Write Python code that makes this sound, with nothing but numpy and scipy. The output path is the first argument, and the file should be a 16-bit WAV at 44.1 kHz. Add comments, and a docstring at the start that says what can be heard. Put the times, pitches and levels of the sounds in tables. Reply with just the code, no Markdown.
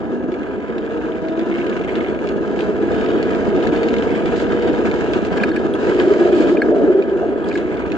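"""A rolling rumble and a rising motor whine open the scene: a small battery ride-on locomotive gathers speed.
We ride just behind its cab on narrow rails. Random wheel contacts shake the chassis, cab and rails;
sine orders of the gear mesh make the whine, until the power is cut. Noise bursts crack as grit and tap
as flanges, and decaying sines knock as loose fittings. At last the train coasts over a short wooden
bridge, whose deck drums and booms as noise swinging around the pitch of each mode."""
import sys
import numpy as np
from scipy import signal
from scipy.fft import rfft, irfft, next_fast_len
from scipy.io import wavfile
from scipy.ndimage import uniform_filter1d, minimum_filter1d, map_coordinates

SR = 44100
rng = np.random.default_rng(int(sys.argv[2]) if len(sys.argv) > 2 else 0)


def materialize(psi):
    """Save the field psi as 16-bit PCM at rate SR to the path in sys.argv[1].

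    A 1-D psi becomes a single channel; in a 2-D psi each row is a channel.
    """
    bounded = np.clip(np.atleast_2d(psi).T, -1, 1)
    quanta = np.round(bounded * 32767).astype(np.int16)
    wavfile.write(sys.argv[1], SR, quanta)


N = 351477  # length of the scene in samples

# How the sheet-metal cab colours a sound. Each row: frequency in Hz, relative strength in dB.
CAB = [(550, -29.5), (870, -9.5), (980, 2.5), (1090, -7.5), (1250, 3.5), (1350, -0.5), (1450, -2),
       (1570, -0.5), (1690, 2), (1830, -15), (2100, -14.5), (2800, -61.5)]

POWER_OFF_S, COAST_HZ_PER_S = 4.96, 23.5  # when the motor stops; how fast the mesh rate then sinks
CRUISE_HZ = 230  # gear mesh rate at cruising speed


def rolling():
    """Rough wheels shake the chassis, rattle the cab panels and hiss on the rail."""
    # How the chassis and track colour the rumble. Each row: frequency in Hz, relative strength in dB.
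    body_spectrum = [(22, -33), (62, -13), (125, -11.5), (185, -3.5), (220, 1.03), (265, -3), (320, 1.5),
                     (400, 0.24), (480, -2), (570, -11.5), (650, -7), (780, -16), (950, -21.5),
                     (1150, -75.5)]
    # How the wheel tread sounds on the rail. Each row: frequency in Hz, relative strength in dB.
    rail_spectrum = [(1200, -53), (1750, 3), (2000, 1), (2250, 4), (2550, 1.5), (3150, 0), (3800, -9.5),
                     (5000, -13), (5700, -21.5), (6650, -14.5), (7700, -22.5), (8700, -34.5), (10000, -60),
                     (12000, -58)]
    rumble_db, panels_db, hiss_db = ride()
    rattle = wobble(45)  # the load on the wheels flutters
    body_force = contacts(rate=900, spread_db=1.5, smooth=0.99)
    cab_force = contacts(rate=600, spread_db=3.5, smooth=1.0)
    rail_force = steel(contacts(rate=1100, spread_db=7.5, smooth=1.4))
    body = unit(ports(ring_through(body_force, body_spectrum)))
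    cab = unit(ports(ring_through(cab_force, CAB)))
    rail = unit(ports(ring_through(rail_force, rail_spectrum)))
    return (body * amp(rumble_db + 0.76 * rattle)
            + cab * amp(panels_db + 1.5 * rattle)
            + rail * amp(hiss_db + 2.0 * rattle + 0.26 * wobble(19)))


def gears(shimmer_db=1.0, fade_s=0.051):
    """Orders of the gear mesh climb with speed, swell in each body resonance and fade when the power is cut."""
    # Body resonances that the orders climb through.
    # Each row: multiple of the mesh rate, resonance in Hz, width in Hz, level in dB.
    gear_swells = [(2, 246, 10, -26), (2, 335, 13, -23), (2, 402, 10, -32), (2, 436, 9, -26),
                   (2, 471, 20, -24.7), (3, 415, 20, -36), (3, 462, 18, -30), (3, 520, 16, -40),
                   (3, 585, 16, -36), (4, 650, 12, -27.5), (6, 1005, 24, -45), (7, 1015, 20, -43.5)]
    mesh_hz = speed()
    uneven_hz = mesh_hz * (1 + .0015 * wobble(22))
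    phase = 2 * np.pi * np.cumsum(uneven_hz) / SR
    load_db = 1.7 * (mesh_hz / CRUISE_HZ) ** 2 * wobble(9)  # the level wavers more at speed
    whine = 0
    for k, hz, width, db in gear_swells:
        swell = 1 / (1 + ((k * mesh_hz - hz) / width) ** 2)
        level = amp(db + load_db + shimmer_db * wobble(25))
        whine = whine + swell * level * np.sqrt(2) * np.sin(k * phase)
    fade = np.exp(-since(POWER_OFF_S) / fade_s)
    return ports(np.array([whine * fade, np.zeros(N)]))


def bridge(width_hz=75, boom_width_hz=60):
    """The timber deck drums in a main mode that sags under each load, and booms in its hollow ones."""
    # Engine and cars load the deck in turn.
    # Each row: start in seconds, length in seconds, starting level in dB, swell in dB per second.
    loads = [(5.761, 0.76, -20, 7), (6.596, 0.4, -17, 1), (7.03, .94, -19, -10)]
    # The hollow span booms as a truck crosses a beam.
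    # Each row: start in seconds, pitch in Hz, level in dB, time to fall by 60 dB in seconds.
    booms = [(5.982, 635, -27, 1.7), (6.17, 632.7, -21.5, 2.9), (6.521, 235, -16.5, 1.7),
             (6.68, 644.6, -19.5, 0.8), (6.78, 537.5, -22, .7), (7.19, 682, -23.5, 0.45),
             (7.229, 233.6, -24, 0.55)]
    load_attack_s, load_release_s, boom_attack_s = 0.074, 0.1, 0.04
    deck_hz, sag_hz_per_s = 395.4, 85  # the main mode sinks as a load moves toward mid-span
    drumming, booming = 0, 0
    for s, length, db, swell_db in loads:
        on_deck_s = np.minimum(since(s), length)
        load = amp(db + swell_db * on_deck_s) * gate(s, length, load_attack_s, load_release_s)
        drumming = drumming + load * resonance(deck_hz - sag_hz_per_s * on_deck_s, width_hz)
    for s, hz, db, t60 in booms:
        rise = np.minimum(since(s) / boom_attack_s, 1)
        envelope = amp(db - 60 * since(s + boom_attack_s) / t60) * rise
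        booming = booming + envelope * resonance(np.full(N, hz), boom_width_hz)
    return ports(np.array([drumming + booming, np.zeros(N)]))


def joints(swell_s=0.0099):
    """A wheel dropping into a rail gap or onto a bridge tie gives one dull, rounded thud."""
    # Each row: start in seconds, level in dB, pitch in Hz.
    drops = [(.317, -16, 360), (2.823, -9, 340), (3.534, -11, 350), (5.989, -8, 365), (6.069, -7.5, 370),
             (6.103, -8, 405), (6.206, -3.5, 355), (6.246, -5.5, 355), (6.323, -4, 350), (6.398, -3.5, 320),
             (6.482, -9, 320), (6.52, -7, 370), (6.575, -12, 440), (6.687, -9.5, 405), (6.722, -10, 415),
             (6.76, -7, 420), (6.8, -11, 430), (6.836, -6.5, 320), (6.874, -8, 390), (6.895, -4.5, 360),
             (6.943, -5.5, 380), (6.985, -6, 395), (7.072, -15, 390), (7.156, -13, 350)]
    out, t = np.zeros((2, N)), np.arange(SR // 8) / SR
    envelope = (t / swell_s * np.exp(1 - t / swell_s)) ** 2  # rises to 1 at swell_s, then dies away
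    for s, db, hz in drops:
        add(out[0], s, amp(db) * envelope * np.sin(2 * np.pi * hz * t))
    return ports(out)


def knocks(ping_db=1):
    """A loose fitting knocks to and fro as the train rocks, in changing modes; pebbles ping off the wheels."""
    # Each row: start in seconds, level in dB, then tints in dB for the lowest three modes, the fourth,
    # the next two and the top two, and last the level of the crack in dB relative to the knock.
    blows = [(5.378, -22, 2, -12, -14, -15, -26), (5.3993, -21, -14, -8, 0, -14, -23),
             (5.435, -9.5, -6, 4, 9, 2, -14.5), (5.5154, -22, -4, -3, -10, 7, -26),
             (5.559, -25, -2, 0, 12, -10, -7), (5.563, -19, -2, 0, 13, -12, -10),
             (5.572, -22, 2, -12, -14, -15, -20), (6.5692, -19, -17.5, -6, 1, -15, -23),
             (6.618, -9.5, -6.5, 7, -10, 1, -25), (7.5137, -22.5, -20, -4, 1, -20, -19),
             (7.554, -17.5, -12, 2, -8, -12, -22)]
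    # Modes of the loose fitting. Each row: pitch in Hz, level in dB, time to fall by 60 dB in seconds.
    fitting_modes = [(1350, 2, 0.025), (1655, 18, 0.033), (1850, 3, 0.018), (2200, -3, 0.024),
                     (2400, 2, 0.024), (2620, -6, 0.025), (4300, -9, 0.025), (8200, -25, 0.02)]
    # Pebbles hitting the wheel. Each row: start in seconds, level in dB.
    pings = [(5.738, -27.5), (7.443, -34.5)]
    # Modes heard in a ping. Each row: pitch in Hz, level in dB, time to fall by 60 dB in seconds.
    pebble_modes = [(3330, 3.5, 0.024), (3650, 0, 0.015), (8300, -17.5, 0.012), (8930, -11.5, 0.015),
                    (9650, -16.5, 0.014)]
    # Contact noise of a knock. Each row: frequency in Hz, relative strength in dB.
    crack_spectrum = [(700, -9), (1300, -1), (1800, 2), (2600, 1.5), (3400, -19), (4400, -6.5), (5600, -20),
                      (8200, -24), (12000, -39.5)]
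    out, cracks = np.zeros((2, N)), np.zeros((2, N))
    for s, db, low_db, fourth_db, middle_db, high_db, crack_db in blows:
        tint_db = np.array([low_db] * 3 + [fourth_db] + [middle_db] * 2 + [high_db] * 2)
        add(out, s, amp(db + 1.5) * struck(fitting_modes, tint_db, attack_s=.0014, lag_s=.00002))
        add(cracks, s, amp(db + crack_db + 3) * burst(t60=.045))
    for s, db in pings:
        add(out, s, amp(db + ping_db) * struck(pebble_modes, 0, attack_s=0.00066, lag_s=.00001))
    return out + ports(ring_through(cracks, crack_spectrum))


def grit(again_s=0.024, again_db=-12, rate=14, small_db=-6.0):
    """Stones crack under the wheels, then crumble once more; small ones keep ticking, rate a second."""
    # The larger stones. Each row: start in seconds, level in dB.
    large = [(.3193, -35), (.3408, -35), (.7818, -33), (1.2841, -32), (1.3934, -30), (1.6648, -30),
             (1.6963, -32), (1.7655, -30), (1.955, -28), (2.2719, -29), (2.289, -28), (2.5912, -29),
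             (2.6066, -26), (3.0615, -29), (3.2276, -25), (3.3487, -30), (3.6266, -30), (3.6711, -24),
             (3.762, -28), (3.8313, -26), (3.8856, -24), (3.9395, -25), (3.9658, -28), (3.9844, -27),
             (4.0232, -28), (4.2578, -27), (4.3596, -29), (4.4, -29), (4.5216, -30), (4.6233, -29),
             (4.8539, -28), (4.9133, -27), (5.1343, -23), (5.2494, -28), (5.3741, -27), (7.0226, -33),
             (7.527, -33), (7.576, -30), (7.771, -36), (7.9186, -28)]
    # How crushed grit sounds. Each row: frequency in Hz, relative strength in dB.
    stone_spectrum = [(900, -29.5), (1600, -1.5), (2300, 11), (3300, 2), (5000, -7), (5700, -17.5),
                      (6800, -12), (8500, -27), (11000, -50.5)]
    force, hiss_db = np.zeros((2, N)), ride()[2]
    small = []
    for place, size in rng.random((round(rate * N / SR), 2)):
        level_db = hiss_db[int(place * N)] + small_db + 4 * size  # ticks follow the rail hiss
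        small.append((place * N / SR, level_db))
    for s, db in list(large) + small:
        add(force, s, amp(db + 1.5) * snap())
        add(force, s + again_s * (.5 + rng.random()), amp(db + again_db) * snap())
    return ports(ring_through(steel(force), stone_spectrum))


def flanges(gap_s=.014, uneven=.5, size_db=2.0, graze_db=-58):
    """The flanges chatter on the rail side in uneven taps that ring the wheel; the hardest stand out."""
    # Scrapes along the rail side. Each row: start in seconds, length in seconds, level in dB.
    scrapes = [(.58, .85, -57), (1.51, .54, -43.5), (2.9, 2.5, -50), (7.46, .5, -54)]
    # Single hard taps on the rail. Each row: start in seconds, level in dB.
    hard_taps = [(.4316, -32), (1.0133, -36), (1.12, -29), (1.4118, -31), (1.5126, -28), (1.5255, -31),
                 (1.5889, -31), (1.6179, -32), (1.7266, -31), (1.7655, -28), (1.812, -33), (1.8464, -30),
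                 (1.8758, -30), (1.9541, -28), (1.9781, -32), (2.0055, -31), (2.039, -33), (2.0709, -32),
                 (2.0843, -28), (2.1472, -33), (2.1901, -31), (7.919, -24)]
    # A steel wheel struck at its flange. Each row: frequency in Hz, relative strength in dB.
    wheel_spectrum = [(1300, -8.5), (1900, 6.5), (2200, 12), (2550, 5.5), (3000, 2), (3350, -1), (3700, -3),
                      (4500, -21.5), (5700, -20.5), (7000, -20), (10000, -45)]
    attack_s, release_s = 0.017, 0.08
    pressure = amp(graze_db)  # a light graze never stops
    for s, length, db in scrapes:
        pressure = pressure + amp(db) * gate(s, length, attack_s, release_s)
    chatter, taps = np.zeros((2, N)), np.zeros((2, N))
    gaps, sizes = np.clip(rng.standard_normal(size=(900, 2)), -2, 2).T
    times = np.cumsum(gap_s * np.exp(uneven * gaps))
    for s, size in zip(times, sizes):
        add(chatter, s, amp(size_db * size) * snap())
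    for s, db in hard_taps:
        add(taps, s, amp(db) * snap())
    scraping = unit(ports(ring_through(steel(chatter), wheel_spectrum)))
    return pressure * scraping + ports(ring_through(steel(taps), wheel_spectrum))


def jolts():
    """A bump in the track throws the cab panels against their frame."""
    # Each row: start in seconds, level in dB.
    bumps = [(.321, -33), (3.319, -31.5), (3.535, -29.5), (4.024, -29), (4.518, -27.5), (4.887, -25.5),
             (4.92, -26.5), (5.135, -27), (5.826, -31), (7.85, -36)]
    force = np.zeros((2, N))
    for s, db in bumps:
        add(force, s, amp(db) * snap())
    return ports(ring_through(force, CAB))


def sand(attack_s=0.02, release_s=0.016):
    """Each patch of sand on the rail is ground into a bright, dense crackle."""
    # Each row: start in seconds, length in seconds, level in dB.
    sand_patches = [(1.52, 0.06, -54.5), (2.55, .1, -53), (4.35, 0.08, -44.5), (5.115, 0.03, -45.5),
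                    (5.235, .025, -45.5), (5.35, 0.03, -48), (5.78, .55, -51.5), (6.34, .1, -43.5),
                    (6.45, 0.097, -48.5), (7.47, 0.021, -43.5), (7.52, .065, -48.5)]
    # How fine ground sand sounds. Each row: frequency in Hz, relative strength in dB.
    sand_spectrum = [(1800, -28), (3000, 2.5), (4200, 1), (5100, -0.5), (5700, -12), (6900, -4.5),
                     (8000, -12.5), (9000, -25.5), (11000, -45)]
    patches = sum(amp(db) * gate(s, length, attack_s, release_s) for s, length, db in sand_patches)
    crackle = ring_through(contacts(rate=2200, spread_db=6, smooth=0.56), sand_spectrum)
    return patches * unit(ports(crackle))


def speed():
    """Gear mesh rate in Hz: it climbs under power and sinks while coasting."""
    # The climb under power. Each row: time in seconds, mesh rate in Hz.
    climb = [(0, 114), (.2, 123), (.45, 134.5), (.75, 147.7), (1.0, 156.3), (1.15, 159.3), (1.35, 163.2),
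             (1.55, 170.3), (2.2, 195), (2.95, 217), (3.15, 222.3), (3.9, 231.5), (4.1, 233.7),
             (4.35, 234.9), (4.9, 240.7)]
    return curves(climb)[0] - COAST_HZ_PER_S * since(POWER_OFF_S)


def ride():
    """Levels in dB of rumble, cab rattle and rail hiss: all grow with speed and change with the rail."""
    # Rougher or smoother stretches of rail.
    # Each row: start in seconds, length in seconds, extra rumble in dB, extra hiss in dB.
    stretches = [(0.352, 1.1, -2, -1), (1.482, 0.46, -.5, 1), (2.07, 0.32, -1, -0.5), (2.787, 2.68, 1.6, 3),
                 (3.397, 0.28, 2, 0.3), (5.766, .73, 1, 7), (6.332, 0.13, 1.5, 2), (6.896, 0.51, -3, -2.5),
                 (7.435, 0.47, -1.5, 0)]
    edge_s = 0.051  # time to run onto or off a stretch
    panel_share = 0.56  # share of the extra hiss, in dB, that the cab takes up
    doublings = np.log2(speed() / CRUISE_HZ)
    bumpy, coarse = sum(np.outer(extra_db, gate(s, length, edge_s, edge_s))
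                        for s, length, *extra_db in stretches)
    # level at cruising speed, growth per doubling of speed, extra from the rail
    return (-20 + 4 * doublings + bumpy,
            -35 + 5 * doublings + panel_share * coarse,
            -45 + 9 * doublings + coarse)


def contacts(rate, spread_db, smooth):
    """Force of a rough tread: tiny random impacts, rate a second, on top of even friction noise."""
    hits = rng.random(N) < rate / SR
    sizes = amp(spread_db * np.minimum(rng.exponential(size=N), 3))
    impacts = hits * sizes * rng.uniform(-1.03, 1, (2, N))
    return unit(impacts) + smooth * unit(rng.standard_normal((2, N)))


def steel(x, count=3):
    """Wheels and rails add a brief ring of close modes, which change as the contact point travels."""
    t = np.arange(SR // 25) / SR
    tails = rng.standard_normal((count, len(t))) * amp(-60 * t / .035)  # noise tails, 60 dB down in 35 ms
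    shares = np.array([wobble(5) for _ in tails])
    shares /= np.linalg.norm(shares, axis=0)
    ringing = 0
    for share, tail in zip(shares, tails):
        ring = signal.oaconvolve(x, tail[None] / np.linalg.norm(tail), axes=1)[:, :N]
        ringing = ringing + share * ring
    return .85 * x + .5 * ringing


def resonance(centre_hz, width_hz):
    """A broad mode shaken at random, rms 1; heavy timber gives less as it swings wider."""
    # How well the timber radiates. Each row: frequency in Hz, relative strength in dB.
    deck_spectrum = [(60, -44.5), (150, -24), (230, -8.5), (340, 2), (450, 0.5), (600, 3), (800, -3.5),
                     (1100, -32), (1800, -48)]
    noise = rng.standard_normal((2, N))
    sway = filtered(noise, lambda hz: 1 / (1 + 1j * hz / width_hz) ** 1.61)
    swing = np.tanh(0.4 * sway / sway.std())
    phase = 2 * np.pi * np.cumsum(centre_hz) / SR
    boom = swing[0] * np.cos(phase) + swing[1] * np.sin(phase)
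    return unit(filtered(boom, lambda hz: amp(along(deck_spectrum, hz)[0])))


def struck(modes, tint_db, attack_s, lag_s):
    """One blow on a small part, its modes tinted; the right microphone hears it lag_s later."""
    t = np.maximum(np.arange(SR // 8) / SR - np.array([[0], [lag_s]]), 0)
    hz, db, t60 = np.transpose(modes)
    db = db + tint_db + rng.standard_normal(len(db))  # no two blows are quite alike
    ring = sum(amp(d - 60 * t / life) * np.sin(2 * np.pi * f * t) for f, d, life in zip(hz, db, t60))
    ring = ring * (1 - np.exp(-(t / attack_s) ** 2))
    return ring / np.abs(ring.mean(0)).max()


def burst(t60):
    """A short crunch of contact force on two unrelated channels, falling 60 dB in t60 seconds."""
    t = np.arange(SR // 8) / SR
    return amp(-60 * t / t60) * rng.standard_normal((2, len(t)))


def snap():
    """A hard contact: a sharp, short break on top of a weaker, longer crunch."""
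    return 1.5 * burst(t60=.011) + .6 * burst(t60=.05)


def ring_through(x, spectrum, size=4096):
    """Pass x through a body with this spectrum, which answers a blow at once and never ahead of it."""
    gain_db, = along(spectrum, np.fft.rfftfreq(size, 1 / SR))
    # folding the cepstrum (the spectrum of the log gain) gives the minimum-phase response
    cepstrum = irfft(np.log(amp(gain_db)))
    cepstrum[1:size // 2] *= 2
    cepstrum[size // 2 + 1:] = 0
    response = irfft(np.exp(rfft(cepstrum)))
    return signal.fftconvolve(x, response[None] / np.linalg.norm(response), axes=1)[:, :N]


def ports(pair):
    """Two unrelated signals become left and right microphones, partly alike and out of phase."""
    # Each row: frequency in Hz, likeness from 0 to 1, lead of the left in radians, left over right in dB.
    port_table = [(60, .58, -5.7, -3.5), (150, .9, -2.95, -7), (240, .94, -1.35, 0), (315, .99, -.35, 1.4),
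                  (385, .99, .25, -.9), (470, .95, .6, -.2), (580, .83, .7, 0), (640, .7, -1, 1.6),
                  (750, .97, -.3, .7), (1000, .98, .95, 0), (1200, .93, 1.85, .5), (1620, .9, .68, .8),
                  (1870, .3, 2.6, -3), (2200, .9, 3.94, -2.5), (2450, .8, 4.1, -1), (2650, .3, 4.27, -.3),
                  (3300, .31, 6.41, 3.2), (4500, .25, 6.47, .6), (6700, .3, 5.56, -3.1)]

    def half(hz, sign):
        """How both signals reach one side: sign 1 is left, -1 is right."""
        alike, lead, tilt_db = along(port_table, hz)
        turn = np.arccos(np.clip(alike, 0, 1)) / 2
        mix = np.array([np.cos(turn), sign * np.sin(turn)])
        return mix * np.exp(sign * .5j * lead) * amp(sign * tilt_db / 2)
    return np.array([filtered(pair, lambda hz: half(hz, sign)).sum(0) for sign in (1, -1)])


def amp(db):
    """Decibels to gain."""
    return 10 ** (np.asarray(db) / 20)


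def unit(x):
    """Scale to rms 1; a stereo pair is scaled by its centre."""
    return x / np.sqrt(np.mean(np.atleast_2d(x).mean(0) ** 2) + 1e-20)


def along(points, hz):
    """Each column of a frequency table, read on a log axis."""
    f, *cols = np.transpose(points)
    return [np.interp(np.log(hz + 1), np.log(f), c) for c in cols]


def curves(rows):
    """One value per sample for each column after the time."""
    s, *cols = np.transpose(rows)
    return [np.interp(np.arange(N) / SR, s, c) for c in cols]


def wobble(rate):
    """A smooth random curve, rate knots a second."""
    knots = rng.standard_normal(int(N * rate / SR) + 4)
    return map_coordinates(knots, [np.arange(N) * rate / SR])


def filtered(x, response):
    """Pass x through a filter given as a complex response of frequency."""
    size = next_fast_len(N + SR // 2)
    return irfft(rfft(x, size) * response(np.fft.rfftfreq(size, 1 / SR)), size)[..., :N]


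def since(s):
    """Seconds elapsed since time s, zero before it."""
    return np.maximum(np.arange(N) / SR - s, 0)


def gate(s, length, attack, release):
    """Attack, hold and release, from 0 to 1 and back."""
    return np.minimum(since(s) / attack, 1) * np.maximum(1 - since(s + length) / release, 0)


def add(track, s, sound):
    """Mix a sound into a track from time s."""
    part = track[..., max(round(s * SR), 0):][..., :sound.shape[-1]]
    part += sound[..., :part.shape[-1]]


def scene():
    """All sources ride with the train, in the open air: they simply add up, without echo."""
    return rolling() + gears() + bridge() + joints() + knocks() + grit() + flanges() + jolts() + sand()


def record(dry, top_hz=12000):
    """A limiter turns the peaks down smoothly, and nothing is kept from top_hz upward."""
    needed = np.minimum(1, .9 / (np.abs(dry).max(0) + 1e-9))
    gain = uniform_filter1d(minimum_filter1d(needed, size=881), size=441)  # windows of 20 and 10 ms
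    return filtered(dry * gain, lambda hz: hz < top_hz)


dry = scene()
out = record(dry)
materialize(out)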